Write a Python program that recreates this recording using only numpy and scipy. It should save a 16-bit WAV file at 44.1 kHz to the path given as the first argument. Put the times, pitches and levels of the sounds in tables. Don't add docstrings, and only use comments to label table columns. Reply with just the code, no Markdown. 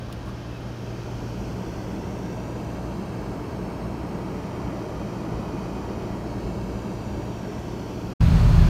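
import sys
import numpy as np
from scipy import signal
from scipy.io import wavfile
from scipy.ndimage import uniform_filter1d

SR = 44100
rng = np.random.default_rng(int(sys.argv[2]) if len(sys.argv) > 2 else 0)


def bounce(signal):
    frames = np.transpose(np.atleast_2d(signal))
    limited = np.clip(frames, -1, 1)
    pcm = np.round(limited * 32767).astype(np.int16)
    wavfile.write(sys.argv[1], SR, pcm)


N = 383229
TIME = np.arange(N) / SR

# (frequency [Hz], relative level [dB])
DRONE_SPECTRUM = [(74, -21.5), (125, -3.5), (140, -11.5), (162, -4), (183, 2), (238, -7), (292, -3.5),
                  (345, -4.5), (456, -10), (520, -13.5), (680, -20), (1140, -120)]
ROAR_SPECTRUM = [(290, -32), (500, -4), (533, -0.5), (626, -3.5), (827, -5), (926, -5.5), (1110, -9),
                 (1580, -17), (1800, -19.5), (2340, -45), (3960, -120)]
HISS_SPECTRUM = [(940, -29), (1600, -4.5), (1830, -3.5), (2540, -5), (3170, -7), (3520, -11), (4540, -10),
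                 (5780, -9.5), (7600, -20.5), (9880, -42), (16700, -120)]
TOP_HISS_SPECTRUM = [(4240, -28), (7200, -8), (7730, -5), (8530, -3.5), (9250, -7.5), (10300, -7.5),
                     (11200, -8), (12800, -6.5), (15700, -13.5)]
# (level away from the dash [dB], gain at the dash [dB],
# loss as the echo's delay grows [dB/ms])
LAYER_LEVELS = [(-40, 7.5, 3.5), (-45.5, 6, 7.5), (-50.5, -.5, -0.5), (-68, 3.5, -5.5)]
# (time [s], nearness [0-1])
NEARNESS = [(0, 0), (.5, 0.14), (1, 0.52), (1.5, 0.93), (2, .95), (2.6, 0.98)]
# (time [s], delay [ms])
ECHO_DELAY = [(0, 1.2), (1.35, 1.15), (1.8, 1.07), (2.1, 1), (2.36, .98), (2.6, .922), (3.4, .862),
              (3.86, .843), (4.6, .76), (5.1, .744), (6, .745), (6.36, .874), (6.86, .92), (7.35, .98),
              (7.85, 1.08), (8.1, 1.15)]
# (frequency [Hz], width [Hz], gain [dB])
RESONANCES = [(185, 40, 2), (540, 60, -3), (630, 80, 2), (10400, 500, -3), (11300, 600, 2)]
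# (frequency [Hz], width [Hz], gain away from the dash [dB], mean gain at the dash [dB], swing [dB],
# echo delay at a crest [ms], delay between crests [ms])
STANDING_WAVES = [(932, 72, -2, 3.5, 0.4, 0.81, 0.22), (1210, 160, 3.5, 3, 3.4, 0.56, 0.88),
                  (1420, 180, 5, 3, 2.6, 1.27, 0.76), (1583, 94, 7, 0.7, 5.5, 1, 0.7),
                  (1760, 125, -1, -4, 1.5, 0.809, 0.5), (1990, 110, -6, 0.5, 5.5, 1.04, 0.26),
                  (2248, 100, -5, 4, 3.5, 0.85, 0.5), (2476, 91, -3, 5.5, 8.5, 0.64, 0.65),
                  (2650, 114, 0, 1.7, 5.1, 0.99, 0.89), (2970, 89, -0.5, -1.5, 4.5, 1.11, 0.44),
                  (3140, 220, 2, 3.0, 1.5, 0.96, 0.24), (3480, 330, 2.5, -0.2, 4, 1.19, 0.78),
                  (3860, 110, 4, -0.7, 2.5, 0.61, 0.78), (4480, 250, 1.5, 3, 3.5, 0.886, 0.2),
                  (5820, 510, -2, 1.5, 3.5, 1.027, 0.4), (6300, 400, 0, 1.7, 0.3, 0.9, 0.33),
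                  (7030, 380, -4, 4, 2.2, 0.96, 0.3), (8380, 420, -5, 1.5, 4.0, 0.92, 0.78),
                  (9400, 600, 7, -2.5, 6, 0.67, 0.78), (12800, 400, 0, -3, -1, 0.852, 0.78),
                  (14000, 450, 2, 0, 1.1, 0.57, 0.78)]
# (delay [ms], frequency [Hz], gain at the dash [dB])
MOVING_DIP = [(.745, 6550, -1), (.8, 6300, -2), (.86, 5860, 0), (.92, 5400, -4), (.97, 5270, -4.5),
              (1, 4800, -3), (1.07, 4050, -5), (1.15, 3600, -5)]
# (frequency [Hz], width [Hz], gain [dB])
TURNED_COLOUR = [(1550, 110, -2.5), (2040, 100, -3.5), (2400, 70, 1), (2750, 96, -1.5), (3880, 200, 3.5),
                 (4500, 270, 3), (6260, 350, -1), (7080, 350, 3), (8450, 450, -2), (9300, 500, 2.5)]
# (time [s], gain before UPPER_HISS_SCALE [dB])
UPPER_HISS_SWELL = [(0, -1), (.6, -.5), (1.2, 2.5), (2.1, 0), (3.7, -2), (4.6, 0), (7.6, -.5), (8.1, 0.5)]
# (frequency [Hz], relative level [dB])
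CABIN_SPECTRUM = [(22, -34), (33, -15), (48, 3), (60, 2), (85, 0.5), (108, -1.5), (140, -8), (180, -32)]
# (time [s], pitch [Hz], level [dB])
IDLE_HUM = [(0, 118.3, -41), (1, 118.2, -35.5), (3, 118.4, -40), (5, 117.7, -40), (6, 117, -39),
            (8.13, 116, -40)]
# (pitch [multiple of the hum], level [dB])
IDLE_LOW_TONES = [(1 / 4, -64), (1 / 3, -53.5), (2 / 3, -50.5)]
# (start pitch [Hz], end pitch [Hz], top level [dB],
# dip depth [dB], time of a crest [s], time between crests [s])
ENGINE_BOOMS = [(46.56, 37.5, -16.5, 13, 8.58, 0.97), (79.7, 81.6, -18.5, 11, 8.245, 0.354),
                (116.7, 113, -22, 9, 7.4, .135), (164.4, 162.3, -20, 7, 8.36, 0.25)]
# (frequency [Hz], relative level [dB])
TYRE_SPECTRUM = [(20, -21), (35, -7), (65, -1.5), (95, -8.5), (128, -0.5), (150, -9), (190, -15.5),
                 (230, -13.5), (300, -36), (450, -30.5), (600, -60)]
AIR_SPECTRUM = [(150, -29), (250, -2), (341, -8.5), (372, -7), (458, -15), (605, -7), (682, -11),
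                (916, -11), (1680, -18), (2100, -23.5), (2330, -19.5), (3190, -24.5), (4350, -25),
                (7320, -35.5), (15700, -45)]
# (frequency [Hz], width [Hz], gain [dB])
AIR_RESONANCES = [(376, 30, 4), (2300, 170, -2), (3770, 300, -1.5), (4300, 220, 3.5), (6550, 300, 3.5),
                  (10500, 900, -4)]
# (frequency [Hz], relative level [dB])
HOUSING_SPECTRUM = [(1500, -17), (2900, -1), (4500, -3), (7500, -12), (9000, -6), (12000, -14),
                    (14000, -10), (16000, -18)]
# (time [s], starting level [dB], time to fall by 60 dB [s])
HAND_TICKS = [(0.126, -39, 0.011), (.127, -45, 0.043)]
# (time [s], level [dB])
FINGER_RUB = [(.22, -75), (.26, -61), (.3, -59), (.32, -80)]
# (time [s], length [s], start pitch [Hz], end pitch [Hz], width [Hz], level [dB])
HAND_SQUEAKS = [(0.089, .02, 1210, 1200, 79, -43), (0.254, 0.06, 1085, 1160, 45.2, -44.5),
                (.44, .17, 2690, 2520, 40, -54)]
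# (time [s], gain [0-1])
SCENE_FADES = [(8.129, 1), (8.1365, .15), (8.137, 0), (8.197, 0), (8.205, .1), (8.208, 1), (8.687, 1),
               (8.69, 0)]

SHORTEST_DELAY_MS = 0.745
MIDDLE_BASE, MIDDLE_EXTRA, BEST_DELAY_MS, SPREAD_MS = 0.11, 0.13, 0.95, 0.2
TREBLE_MOST, TREBLE_LOSS_PER_MS, TREBLE_LEAST = 0.22, 0.7, 0.04
STANDING_SCALE, UPPER_HISS_SCALE = 0.85, 0.96
CABIN_DB, TYRES_DB, AIR_DB = -41.5, -18.5, -32
THROB_HZ, THROB_DB, THROB_SWING_DB = 58.7, -45.5, 3.5
TURN_S, SCENE_CHANGE_S, ROLL_S = (4.0, 7.1), 8.15, (8.21, 8.69)
LOW_EDGE_HZ, HIGH_EDGE_HZ = 22, 15760


def blower():
    rumble = noise(steady_colour(CABIN_SPECTRUM), size=4096, patchy_db=2.3)
    return noise(blower_colour, size=2048, patchy_db=0.44) + amp(CABIN_DB) * rumble


def blower_colour(hz, t):
    near, delay_ms = curves(NEARNESS, t)[0], curves(ECHO_DELAY, t)[0]
    extra_ms = delay_ms - SHORTEST_DELAY_MS
    spectra = (DRONE_SPECTRUM, ROAR_SPECTRUM, HISS_SPECTRUM, TOP_HISS_SPECTRUM)
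    layers = sum(shape(spectrum, hz) * amp(away_db + near * (gain_db - loss * extra_ms)) ** 2
                 for spectrum, (away_db, gain_db, loss) in zip(spectra, LAYER_LEVELS))
    dip_hz, dip_db = curves(MOVING_DIP, delay_ms)
    db = bumps(hz, RESONANCES) + standing_waves(hz, near, delay_ms)
    db += near * bump(hz, dip_hz, width=400, height=dip_db)
    db += bumps(hz, TURNED_COLOUR) * np.interp(t, TURN_S, (0, 1))
    db += bump(hz, 7700, width=500, height=-2) * (1 + 1.5 * (1 - near))
    db += bump(hz, 5700, width=3300, height=UPPER_HISS_SCALE) * curves(UPPER_HISS_SWELL, t)[0]
    return layers * glass_echo(hz, near, delay_ms) * amp(db) ** 2


def glass_echo(hz, near, delay_ms):
    middle = near * (MIDDLE_BASE + bump(delay_ms, BEST_DELAY_MS, SPREAD_MS, MIDDLE_EXTRA))
    treble = np.maximum(TREBLE_MOST - TREBLE_LOSS_PER_MS * (delay_ms - SHORTEST_DELAY_MS), TREBLE_LEAST)
    echo = -bump(hz, 5500, 4500, middle) - bump(hz, 12000, 6000, treble)
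    return 1 + echo ** 2 + 2 * echo * np.cos(2 * np.pi * hz * delay_ms / 1000)


def standing_waves(hz, near, delay_ms):
    db = 0
    for centre_hz, width_hz, away_db, mean_db, swing_db, crest_ms, spacing_ms in STANDING_WAVES:
        dash_db = mean_db + swing_db * np.cos(2 * np.pi * (delay_ms - crest_ms) / spacing_ms)
        db += bump(hz, centre_hz, width_hz, STANDING_SCALE) * (away_db + near * (dash_db - away_db))
    return db


def idling_engine():
    hz, db = curves(IDLE_HUM)
    throb = tone(THROB_HZ, THROB_DB + THROB_SWING_DB * drift(size=8000), waver_hz=1.52)
    hum = tone(hz, db, waver_hz=0.34)
    return hum + throb + sum(tone(k * hz, low_db, waver_hz=0.23) for k, low_db in IDLE_LOW_TONES)


def rolling_car():
    rumble = amp(TYRES_DB) * noise(steady_colour(TYRE_SPECTRUM), size=4096, patchy_db=1.8)
    hiss = amp(AIR_DB) * noise(steady_colour(AIR_SPECTRUM, AIR_RESONANCES), size=2048, patchy_db=0.76)
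    return sum(engine_boom(*row) for row in ENGINE_BOOMS) + rumble + hiss


def engine_boom(start_hz, end_hz, crest_db, depth_db, crest_s, beat_s):
    db = crest_db - depth_db * np.sin(np.pi * (TIME - crest_s) / beat_s) ** 2
    return tone(np.interp(TIME, ROLL_S, (start_hz, end_hz)), db, waver_hz=1.53)


def hand():
    housing = evened(noise(steady_colour(HOUSING_SPECTRUM), size=256, patchy_db=0))
    rubbing = (TIME > FINGER_RUB[0][0]) & (TIME < FINGER_RUB[-1][0])
    loudness = amp(curves(FINGER_RUB)[0]) * rubbing
    for start_s, db, decay_s in HAND_TICKS:
        loudness += (TIME >= start_s) * amp(db - 60 * abs(TIME - start_s) / decay_s)
    return housing * loudness + sum(squeak(*row) for row in HAND_SQUEAKS)


def squeak(start_s, length_s, start_hz, end_hz, width_hz, db):
    count = round(length_s * SR)
    cycles = np.cumsum(np.linspace(start_hz, end_hz, count)) / SR
    fuzz = uniform_filter1d(rng.standard_normal((2, 8192)), round(SR / width_hz / 2))[:, :count]
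    band = fuzz[0] * np.cos(2 * np.pi * cycles) - fuzz[1] * np.sin(2 * np.pi * cycles)
    out = np.zeros(N)
    out[round(start_s * SR):][:count] = amp(db) * evened(band) * np.hanning(count) ** 0.5
    return out


def noise(colour, size, patchy_db):
    hop = size // 4
    t = np.arange(N // hop + 5) * hop / SR
    hz = np.fft.rfftfreq(size, 1 / SR)[:, None]
    real, imaginary, patches = rng.standard_normal((len(t), len(hz), 3)).T
    patches = evened(uniform_filter1d(uniform_filter1d(patches, size=14, axis=0), size=6, axis=1))
    frames = (real + 1j * imaginary) * np.sqrt(colour(hz, t)) * amp(patchy_db * patches)
    return np.sqrt(3 / 2) * signal.istft(frames, nperseg=size, noverlap=3 * hop)[1][:N]


def tone(hz, db, waver_hz):
    cycles = np.cumsum(hz + waver_hz * drift(size=2500)) / SR + rng.random()
    return np.sqrt(2) * amp(db) * np.sin(2 * np.pi * cycles)


def drift(size):
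    return evened(uniform_filter1d(uniform_filter1d(rng.standard_normal(N), size=size), size=size))


def steady_colour(spectrum, resonances=()):
    return lambda hz, t: shape(spectrum, hz) * amp(bumps(hz, resonances)) ** 2


def shape(spectrum, hz):
    points_hz, db = np.transpose(spectrum)
    power = amp(np.interp(np.log(hz + 1), np.log(points_hz + 1), db, left=-150, right=-150)) ** 2
    return power / power.sum()


def bump(x, centre, width, height):
    return height * np.exp(-2.77 * ((x - centre) / width) ** 2)


def bumps(hz, rows):
    return sum(bump(hz, *row) for row in rows)


def curves(rows, at=TIME):
    points, *columns = np.transpose(rows)
    return [np.interp(at, points, column) for column in columns]


def amp(db):
    return 10 ** (np.asarray(db) / 20)


def evened(x):
    return x / np.sqrt(np.mean(x ** 2) + 1e-20)


def scene():
    standing_car = blower() + idling_engine() + hand()
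    return np.where(TIME < SCENE_CHANGE_S, standing_car, rolling_car())[None]


def record(dry):
    bass_cut = signal.butter(3, LOW_EDGE_HZ, "high", fs=SR, output="sos")
    faded = signal.sosfilt(bass_cut, dry) * curves(SCENE_FADES)[0]
    treble_cut = signal.firwin(511, HIGH_EDGE_HZ, window=("kaiser", 9), fs=SR)
    return signal.oaconvolve(faded, treble_cut[None], "same")


dry = scene()
out = record(dry)
bounce(out)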